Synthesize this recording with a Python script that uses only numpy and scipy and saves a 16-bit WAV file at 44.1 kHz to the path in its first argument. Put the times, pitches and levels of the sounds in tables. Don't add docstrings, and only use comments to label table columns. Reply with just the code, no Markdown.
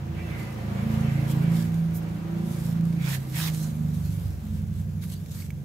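import sys
import numpy as np
from scipy import signal
from scipy.fft import rfft, irfft
from scipy.io import wavfile
from scipy.ndimage import map_coordinates

SR = 44100
rng = np.random.default_rng(int(sys.argv[2]) if len(sys.argv) > 2 else 0)


def wrap_up_sound(samples):
    columns = np.atleast_2d(samples).T
    tamed = np.clip(columns, -1, 1)
    steps = np.round(tamed * 32767).astype(np.int16)
    wavfile.write(sys.argv[1], SR, steps)


N = 248724
TIME = np.arange(N) / SR

# [t/s, level/dB]
NEARNESS = [(0, -50), (.4, -45.5), (.8, -42.5), (1.3, -43.5), (1.8, -49), (3.1, -51), (3.9, -54),
            (5.64, -64.5)]


def engine():
    rate, cycles, strength = crank(jitter_s=.0005, uneven_db=1.5, skip_db=1.2, first_s=0.00093)
    rush_db, = in_time(NEARNESS)
    puffs = strength * exhaust(rate, cycles, rush_db, ring_hz=161.64, ring_width_hz=103,
                               turn=1.35, scatter_hz=406)
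    throb = np.cos(2 * np.pi * (cycles - .15))
    rush = machine_rush(rush_db, throb) * pan(left_db=-0.3)
    gear = (valve_clatter(rush_db, throb) + squeaks(waver_hz=36)) * pan(left_db=-3.0)
    return workshop(puffs * pan(left_db=-2.2), wet_db=-24) + workshop(rush + gear, wet_db=-13.5)


# [t/s, firing rate f/Hz]
FIRING = [(0, 28.24), (.35, 28.03), (.6, 27.45), (1, 27.38), (1.35, 27.66), (2.1, 27.42), (2.6, 27.79),
          (3.15, 27.7), (3.75, 25.85), (4.05, 25.1), (4.48, 23.2), (4.8, 23.03), (5.19, 24.57),
          (5.36, 22.64), (5.64, 23.36)]
# [t/s, roughness 0-1]
ROUGH = [(0, .7), (.45, .5), (.8, .13), (3.1, .13), (3.6, .2), (4.1, .5), (4.8, .45), (5.1, .35),
         (5.64, .5)]


def crank(jitter_s, uneven_db, skip_db, first_s):
    (rate,), (rough,) = in_time(FIRING), in_time(ROUGH)
    cycles = np.cumsum(rate) / SR - first_s * rate[0]
    firing = np.arange(int(cycles[-1]) + 2)
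    early, strong = rng.standard_normal((len(firing), 2)).T
    strength_db = uneven_db * strong + skip_db * (-1) ** firing
    cycles = cycles + rough * rate * jitter_s * np.interp(cycles, firing, early)
    return rate, cycles, from_db(rough * np.interp(cycles, firing, strength_db))


# [t/s, nominal power of half-order tones relative to the harmonics]
LIMP = [(0, .15), (.55, .15), (.75, 0), (4.2, 0), (4.45, 2), (4.6, 5), (4.92, 5), (5.02, .15), (5.64, .1)]
LIMP_WIDTH_HZ = 28.4
# [f/Hz, harmonic level above the nominal rush/dB]
PUFF = [(52, -5.5), (80, -5), (110, -6), (190, -9), (250, -15), (280, -37), (380, -23), (450, -17),
        (550, -15.5), (640, -28), (715, -12), (850, -80)]
# [t/s, share 0-1]
INDIRECT = [(0, .6), (.55, .55), (.78, .08), (1.15, .1), (1.5, .15), (1.75, .55), (2.2, .45), (2.38, .15),
            (2.95, .12), (3.3, .35), (3.6, .4), (3.8, .25), (4.7, .25), (4.95, .55), (5.4, .35)]
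# [t/s, lag/s]
ARRIVAL = [(0, .002), (.7, .002), (1.1, .0005), (1.62, -.004), (1.8, -.019), (2.2, -.021), (2.4, -.0245),
           (2.7, -.0235), (3.0, -.028), (3.15, -.033), (3.35, -.05), (3.7, -.054), (4.15, -.045),
           (4.35, -.045), (4.6, -.053), (5.1, -.055), (5.64, -.053)]
FADE_DB, FADES_PER_S = 3, 4
FADE_FROM_HZ, SPREAD_HZ = 290, 485


def exhaust(rate, cycles, rush_db, ring_hz, ring_width_hz, turn, scatter_hz):
    orders = np.r_[2:31, 2.5:11][:, None]
    coarse = TIME[::64]
    hz = orders * rate[::64]
    halfway = orders % 1 > 0
    limp = np.interp(coarse, *np.transpose(LIMP)) * np.exp(-((hz - ring_hz) / LIMP_WIDTH_HZ) ** 2)
    present = np.where(halfway, limp, 1)
    power = present * from_db(at_hz(PUFF, hz) + rush_db[::64]) ** 2 + pipe_power(hz, present)
    fading = np.array([drift(FADES_PER_S)[::64] for _ in orders])
    fading *= np.minimum(hz / FADE_FROM_HZ, 1) ** 2
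    heights = np.sqrt(2 * power) * from_db(FADE_DB * fading)
    indirect = np.interp(coarse, *np.transpose(INDIRECT))
    scatter = np.minimum(indirect + (hz / scatter_hz) ** 4 + halfway, 1)
    lags = turn * np.arctan(2 * (hz - ring_hz) / ring_width_hz)
    lags += scatter * rng.uniform(-np.pi, np.pi, orders.shape)
    arrival = np.interp(coarse, *np.transpose(ARRIVAL))
    lags += 2 * np.pi * np.minimum(hz - ring_hz, ring_hz) * arrival
    apart = np.minimum((hz / SPREAD_HZ) ** 2, 1) * rng.choice([-1, 1], orders.shape) * np.pi / 4

    def tone(k, height, lag):
        phase = 2 * np.pi * k * cycles - np.interp(TIME, coarse, lag)
        return np.interp(TIME, coarse, height) * np.cos(phase)

    return np.array([sum(tone(*row) for row in zip(orders, heights, lags + side * apart))
                     for side in (1, -1)])


# [t/s, centre f/Hz, level/dB]
RUMBLE = [(0, 105, -41), (.14, 84, -35), (.46, 110, -37), (.7, 99, -34), (1.05, 103, -28.5),
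          (1.3, 110, -33.5), (1.7, 106, -33), (1.82, 94, -41), (1.96, 104, -35.5), (2.35, 110, -40),
          (2.8, 110, -34), (3.15, 94, -49), (3.68, 94, -45), (3.8, 86, -34), (3.93, 92, -35),
          (4.06, 86, -28.5), (4.16, 97, -31.5), (4.3, 87, -27), (4.42, 80, -39), (4.5, 88, -31),
          (4.86, 92, -32), (5.24, 100, -41), (5.32, 93, -35.5), (5.62, 93, -38)]
DRONE = [(0, 149, -37), (.27, 162, -34.5), (.44, 143, -37), (.62, 138, -44), (1, 150.8, -25),
         (1.28, 149, -26.5), (1.48, 155, -21.5), (1.68, 162, -28), (1.86, 165, -26.5), (2.08, 161, -31),
         (2.2, 163, -37), (2.36, 168, -28.5), (2.56, 151, -31.5), (2.84, 161, -23.5), (3.1, 150, -27.5),
         (3.26, 138, -34), (3.42, 154.7, -27.5), (3.64, 151.7, -27.5), (3.75, 150, -32.5), (3.82, 164, -27),
         (4.1, 160, -29.5), (4.4, 158, -42), (4.6, 160, -35), (5.02, 157, -33.5), (5.3, 155, -39),
         (5.62, 146, -36.5)]
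UPPER_BASS = [(0, 211.7, -43.5), (.5, 210, -44), (.8, 200, -30), (.92, 213, -29), (1.06, 219, -30),
              (1.22, 207.5, -40), (1.58, 216, -31.5), (1.9, 216, -45.5), (2.14, 195, -37.5),
              (2.24, 199, -42), (2.44, 205, -32.5), (2.58, 217, -42.5), (2.8, 206.2, -36),
              (3.05, 202, -41.5), (3.5, 207, -49), (3.7, 218, -36.5), (3.95, 225, -38), (4.1, 216, -49),
              (4.37, 206, -53), (4.45, 219, -38.5), (4.75, 203, -42), (5.62, 198.5, -46.5)]
HUM = [(0.0, 328, -55.5), (0.16, 330, -47.5), (0.46, 304, -48), (0.84, 326, -54.9), (0.88, 299, -48.5),
       (1.14, 316, -50), (1.24, 307, -40), (1.96, 331, -51), (2.16, 303, -44), (2.42, 350, -42.5),
       (2.68, 317, -49.5), (3.3, 305, -51), (3.76, 306, -56), (5.62, 310, -69)]
RUMBLE_WIDTH_HZ, DRONE_WIDTH_HZ, UPPER_BASS_WIDTH_HZ, HUM_WIDTH_HZ = 54, 37, 41, 63


def pipe_power(hz, present):
    return (resonance(hz, present, RUMBLE, RUMBLE_WIDTH_HZ)
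            + resonance(hz, present, DRONE, DRONE_WIDTH_HZ)
            + resonance(hz, present, UPPER_BASS, UPPER_BASS_WIDTH_HZ)
            + resonance(hz, present, HUM, HUM_WIDTH_HZ))


def resonance(hz, present, curve, width_hz):
    centre_hz, db = (column[::64] for column in in_time(curve))
    lift = present / (1 + (2 * (hz - centre_hz) / width_hz) ** 2) ** 4
    return from_db(db) ** 2 * lift / lift.sum(axis=0)


# [f/Hz, relative level per Hz/dB]
RUSH = [(200, -6), (280, 3.5), (420, 4.5), (560, 2), (750, -0.5), (1000, -2), (1500, -5.5), (2600, -13),
        (4000, -17), (7000, -26.5), (15000, -48)]


def machine_rush(rush_db, throb):
    noise = coloured(rng.standard_normal((2, N)), RUSH)
    return noise * from_db(rush_db + 1.22 + 0.26 * throb + drift(4.0))


# [f/Hz, width/Hz, relative level/dB]
VALVES = [(1610, 94, 0.5), (2023, 180, 7), (2255, 330, 15), (2600, 130, 4.5)]
# [start t/s, strongest t/s, end t/s, level/dB]
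CHIRRS = [(.08, .36, .56, -48), (.76, 1.0, 1.4, -49.5), (1.35, 1.55, 1.86, -53)]
CLATTER_DB = -11.5


def valve_clatter(rush_db, throb):
    knocks = rng.standard_normal((2, N)) * from_db(0.61 * throb)
    clatter = 0
    for hz, width_hz, db in VALVES:
        t60 = np.log(1000) / np.pi / width_hz
        clatter = clatter + from_db(db) * rms_one(ring(knocks, hz, t60)) * from_db(2.5 * drift(14))
    chirring = np.sqrt(from_db(rush_db + CLATTER_DB) ** 2 + swells(CHIRRS, shape=0.71))
    return patchy(clatter, patchy_db=3.0, width_hz=129.5, per_s=14) * chirring


# [start t/s, end t/s, f/Hz, peak amplitude level/dB]
SQUEAKS = [(.172, .245, 2330, -49), (.174, .285, 1955, -54), (.19, .31, 2650, -55), (.325, .37, 2030, -51),
           (.388, .447, 2040, -45), (.44, .535, 2030, -49.5), (1.07, 1.21, 2062, -55),
           (1.546, 1.674, 1704, -53)]


def squeaks(waver_hz):
    waver = waver_hz * drift(110)
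    total = 0
    for start, end, hz, db in SQUEAKS:
        swell = np.sin(np.pi * np.interp(TIME, [start, end], [0, 1]))
        total = total + from_db(db) * swell * np.sin(2 * np.pi * np.cumsum(hz + waver) / SR)
    return total


# [t/s, left minus right level/dB]
PAPER_SIDE = [(0, -.7), (2.8, -.8), (3.05, -4.8), (3.5, -4.8), (3.9, -.4), (5.64, 0)]
# [start t/s, end t/s, coarse voice nominal level/dB, hiss nominal level/dB]
SLIDES = [(2.977, 3.078, -50, -52.5), (3.036, 3.191, -39, -40), (3.317, 3.428, -39.5, -40),
          (3.37, 3.514, -36, -37.5), (5.005, 5.066, -53, -51.5)]


def paper():
    side_db, = in_time(PAPER_SIDE)
    coarse, hiss = sum(from_db([[coarse_db], [hiss_db]]) * pressure(start, end)
                       for start, end, coarse_db, hiss_db in SLIDES)
    sheet = rub(hiss) + slide(coarse) + whisk() + flexing(t60=0.009)
    return workshop(sheet * pan(side_db), wet_db=-24.0)


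# [start t/s, strongest t/s, end t/s, nominal level/dB]
RUBS = [(.08, .3, 1.7, -59.5), (.35, .41, .48, -54.5), (.6, .98, 2.7, -57), (1.26, 1.31, 1.34, -47),
        (1.49, 1.56, 1.704, -48), (1.68, 1.78, 1.85, -63), (1.92, 1.96, 1.88, -47.5),
        (2.26, 2.55, 2.8, -57.5), (2.42, 2.62, 2.82, -51.5), (2.82, 2.87, 6.2, -61), (3.04, 3.2, 4, -57),
        (3.36, 3.62, 3.75, -46.5), (3.6, 4.23, 4.37, -55.5), (3.92, 3.965, 4, -54), (3.99, 4.05, 4.08, -54),
        (4.38, 4.56, 4.62, -59), (4.71, 4.79, 4.85, -58), (5.01, 5.04, 5.37, -56.5),
        (5.06, 5.14, 5.15, -50.5), (5.27, 5.36, 5.52, -49)]
# [f/Hz, relative level per Hz/dB]
RUB_COLOUR = [(700, -3.5), (1500, 1), (2300, -1), (3500, 3), (5500, 2.5), (7500, 2), (9000, -1),
              (12500, 3.5), (15500, -5.5)]
RESTING_RUB_DB = -70.5


def rub(hiss):
    rubbing = np.sqrt(from_db(RESTING_RUB_DB) ** 2 + swells(RUBS, shape=1.08) + hiss ** 2)
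    fine_grain = friction(per_s=1000, size_db=3, grain_db=-5.5)
    noise = patchy(coloured(fine_grain, RUB_COLOUR), patchy_db=2.0, width_hz=523, per_s=14)
    return noise * rubbing * from_db(1.83 + 2.1 * np.tanh(drift(26)))


# [f/Hz, relative level per Hz/dB]
SLIDE_COLOUR = [(400, -35), (800, -0.5), (1250, -1), (1900, 7), (2700, 2.5), (3800, 2), (6000, -4.5),
                (10000, -17), (15000, -7)]


def slide(coarse):
    coarse_grain = friction(per_s=1300, size_db=2.5, grain_db=-1.5)
    catching = from_db(1.8 * np.tanh(drift(90)))
    noise = patchy(coloured(coarse_grain, SLIDE_COLOUR), patchy_db=4.0, width_hz=427, per_s=22)
    return noise * coarse * catching * from_db(1.0)


SLIDE_RISE, SLIDE_FALL = 0.46, 0.28


def pressure(start, end):
    done = (TIME - start) / (end - start)
    return np.clip(np.minimum(done / SLIDE_RISE, (1 - done) / SLIDE_FALL), 0, 1) ** 1.03


# [start t/s, strongest t/s, end t/s, level/dB]
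WHISKS = [(1.26, 1.31, 1.47, -52), (1.36, 1.44, 1.45, -53), (1.925, 1.962, 2.016, -42)]
# [f/Hz, relative level per Hz/dB]
WHISK_COLOUR = [(7000, -4), (10000, -7), (13000, 1), (15000, -3)]


def whisk():
    return coloured(rng.standard_normal((2, N)), WHISK_COLOUR) * np.sqrt(swells(WHISKS, shape=2.2))


# [start t/s, strongest t/s, end t/s, f/Hz, level/dB]
FLEXES = [(1.27, 1.307, 1.36, 3300, -52), (1.52, 1.57, 1.65, 3500, -56), (1.54, 1.6, 1.66, 5500, -58),
          (2.95, 3.085, 3.17, 2300, -45), (3.04, 3.085, 3.175, 1800, -45), (3.11, 3.15, 3.17, 1900, -45),
          (3.35, 3.38, 3.42, 2350, -45), (3.39, 3.45, 3.49, 1900, -45), (3.39, 3.45, 3.49, 6000, -47),
          (5.11, 5.14, 5.17, 3900, -60), (5.14, 5.17, 5.21, 4600, -60), (5.375, 5.405, 5.43, 4450, -56),
          (5.33, 5.41, 5.445, 2210, -58)]


def flexing(t60):
    grain = friction(per_s=400, size_db=2, grain_db=-3)
    return sum(rms_one(ring(grain, hz, t60)) * np.sqrt(swells([(*times, db)], shape=1))
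               for *times, hz, db in FLEXES)


# [t/s, body level/dB, edge level/dB]
TICKS = [(0.3934, -49, -60), (1.2974, -51, -53), (1.5449, -51, -57), (1.7425, -62, -47), (1.956, -62, -53),
         (2.8085, -64, -49), (2.8529, -69, -45.5), (2.927, -55, -49), (3.152, -55, -43), (5.038, -54, -43),
         (5.423, -54, -58), (5.26, -63.5, -48.5), (5.463, -65, -48.5), (5.5046, -47.5, -47)]
# [f/Hz, relative level/dB, t60/s]
SHEET = [(2270, 2, 0.018), (2620, -10, 0.021), (3150, -13, 0.006)]


def ticks(snap_s, body_db, edge_db):
    clicks, snaps = np.zeros(N), np.zeros(N)
    for s, body, edge in TICKS:
        clicks[round(s * SR)] = from_db(body + body_db)
        snaps[round(s * SR)] = from_db(edge + edge_db)
    fade = signal.lfilter([1], [1, -np.exp(-1 / (snap_s * SR))], snaps + 1e-18)
    flex = sum(from_db(db) * ring(clicks, hz, t60) for hz, db, t60 in SHEET)
    snap = fade * coloured(rng.standard_normal((2, N)), RUB_COLOUR)
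    return (flex + snap) * pan(left_db=-7.5)


def friction(per_s, size_db, grain_db):
    sizes = from_db(size_db * np.minimum(rng.exponential(1, N), 4))
    clicks = (rng.random(N) < per_s / SR) * sizes * rng.standard_normal((2, N))
    return rng.standard_normal((2, N)) + from_db(grain_db) * rms_one(clicks)


def workshop(x, wet_db, count=14):
    out = x.copy()
    for k, lag_s in enumerate(rng.uniform(.003, .028, count)):
        lag = int(lag_s * SR)
        out[k % 2, lag:] += from_db(wet_db) * (-1) ** (k // 2) * x[k % 2, :-lag]
    return out


# [f/Hz, relative level per Hz/dB]
STREET = [(25, -14), (40, -23), (55, -4), (75, 4), (130, 3), (220, -5), (300, -13.5), (600, -22.5),
          (1250, -38.5), (1580, -28), (1850, -35.5), (3000, -38), (5000, -41), (6300, -36), (9000, -47.5),
          (15000, -40.5)]


def street():
    return from_db(-40.0) * coloured(rng.standard_normal((2, N)), STREET)


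def from_db(db):
    return 10 ** (np.asarray(db) / 20)


def rms_one(x):
    return x / np.sqrt(np.mean(x ** 2) + 1e-20)


def in_time(rows):
    s, *columns = np.transpose(rows)
    return [np.interp(TIME, s, c) for c in columns]


def at_hz(points, hz):
    f, value = np.transpose(points)
    return np.interp(np.log(hz), np.log(f), value)


def drift(rate):
    r = np.exp(-80 * np.pi * rate / SR)
    noise = rng.standard_normal(N // 40 + 2002)
    slow = signal.lfilter([1], [1, -2 * r, r * r], noise)[2000:]
    return np.interp(np.arange(N) / 40, np.arange(len(slow)), rms_one(slow))


def swells(rows, shape):
    return sum(from_db(db) ** 2 * np.sin(np.pi / 2 * np.interp(TIME, times, [0, 1, 0])) ** (2 * shape)
               for *times, db in rows)


def pan(left_db):
    return from_db(left_db * np.array([[1], [-1]]) / 2)


# [f/Hz, correlation]
LIKENESS = [(50, .92), (160, .94), (320, .55), (640, .25), (1400, -.15), (2300, .15), (3600, -.05),
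            (6000, .15), (8500, .8), (15000, .85)]


def coloured(pair, spectrum):
    hz = np.maximum(np.arange(N // 2 + 1) * SR / N, 1)
    gain = from_db(at_hz(spectrum, hz)) / np.sqrt(1 + (spectrum[0][0] / hz) ** 4)
    alike = np.clip(at_hz(LIKENESS, hz), -1, 1)
    mid, side = rfft(pair) * gain * np.sqrt([1 + alike, 1 - alike])
    return rms_one(irfft([mid + side, mid - side], N))


def ring(x, hz, t60):
    r, w = from_db(-60 / (t60 * SR)), 2 * np.pi * hz / SR
    return signal.lfilter([0, np.sin(w)], [1, -2 * r * np.cos(w), r * r], x + 1e-18)


def patchy(x, patchy_db, width_hz, per_s):
    hz, s, bins = signal.stft(x, SR, nperseg=512)
    places = np.meshgrid(hz / width_hz, s * per_s, indexing="ij")
    chance = map_coordinates(rng.standard_normal((256, 256)), places, mode="wrap")
    gain = from_db(patchy_db * np.clip(chance, -2, 2))
    return rms_one(signal.istft(bins * gain, SR)[1][:, :N])


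def scene():
    return engine() + paper() + ticks(snap_s=0.0047, body_db=8, edge_db=-1.0) + street()


CUTOFF_HZ = 15650


def record(dry):
    return signal.sosfilt(signal.ellip(12, .1, 80, CUTOFF_HZ, fs=SR, output="sos"), dry)


dry = scene()
out = record(dry)
wrap_up_sound(out)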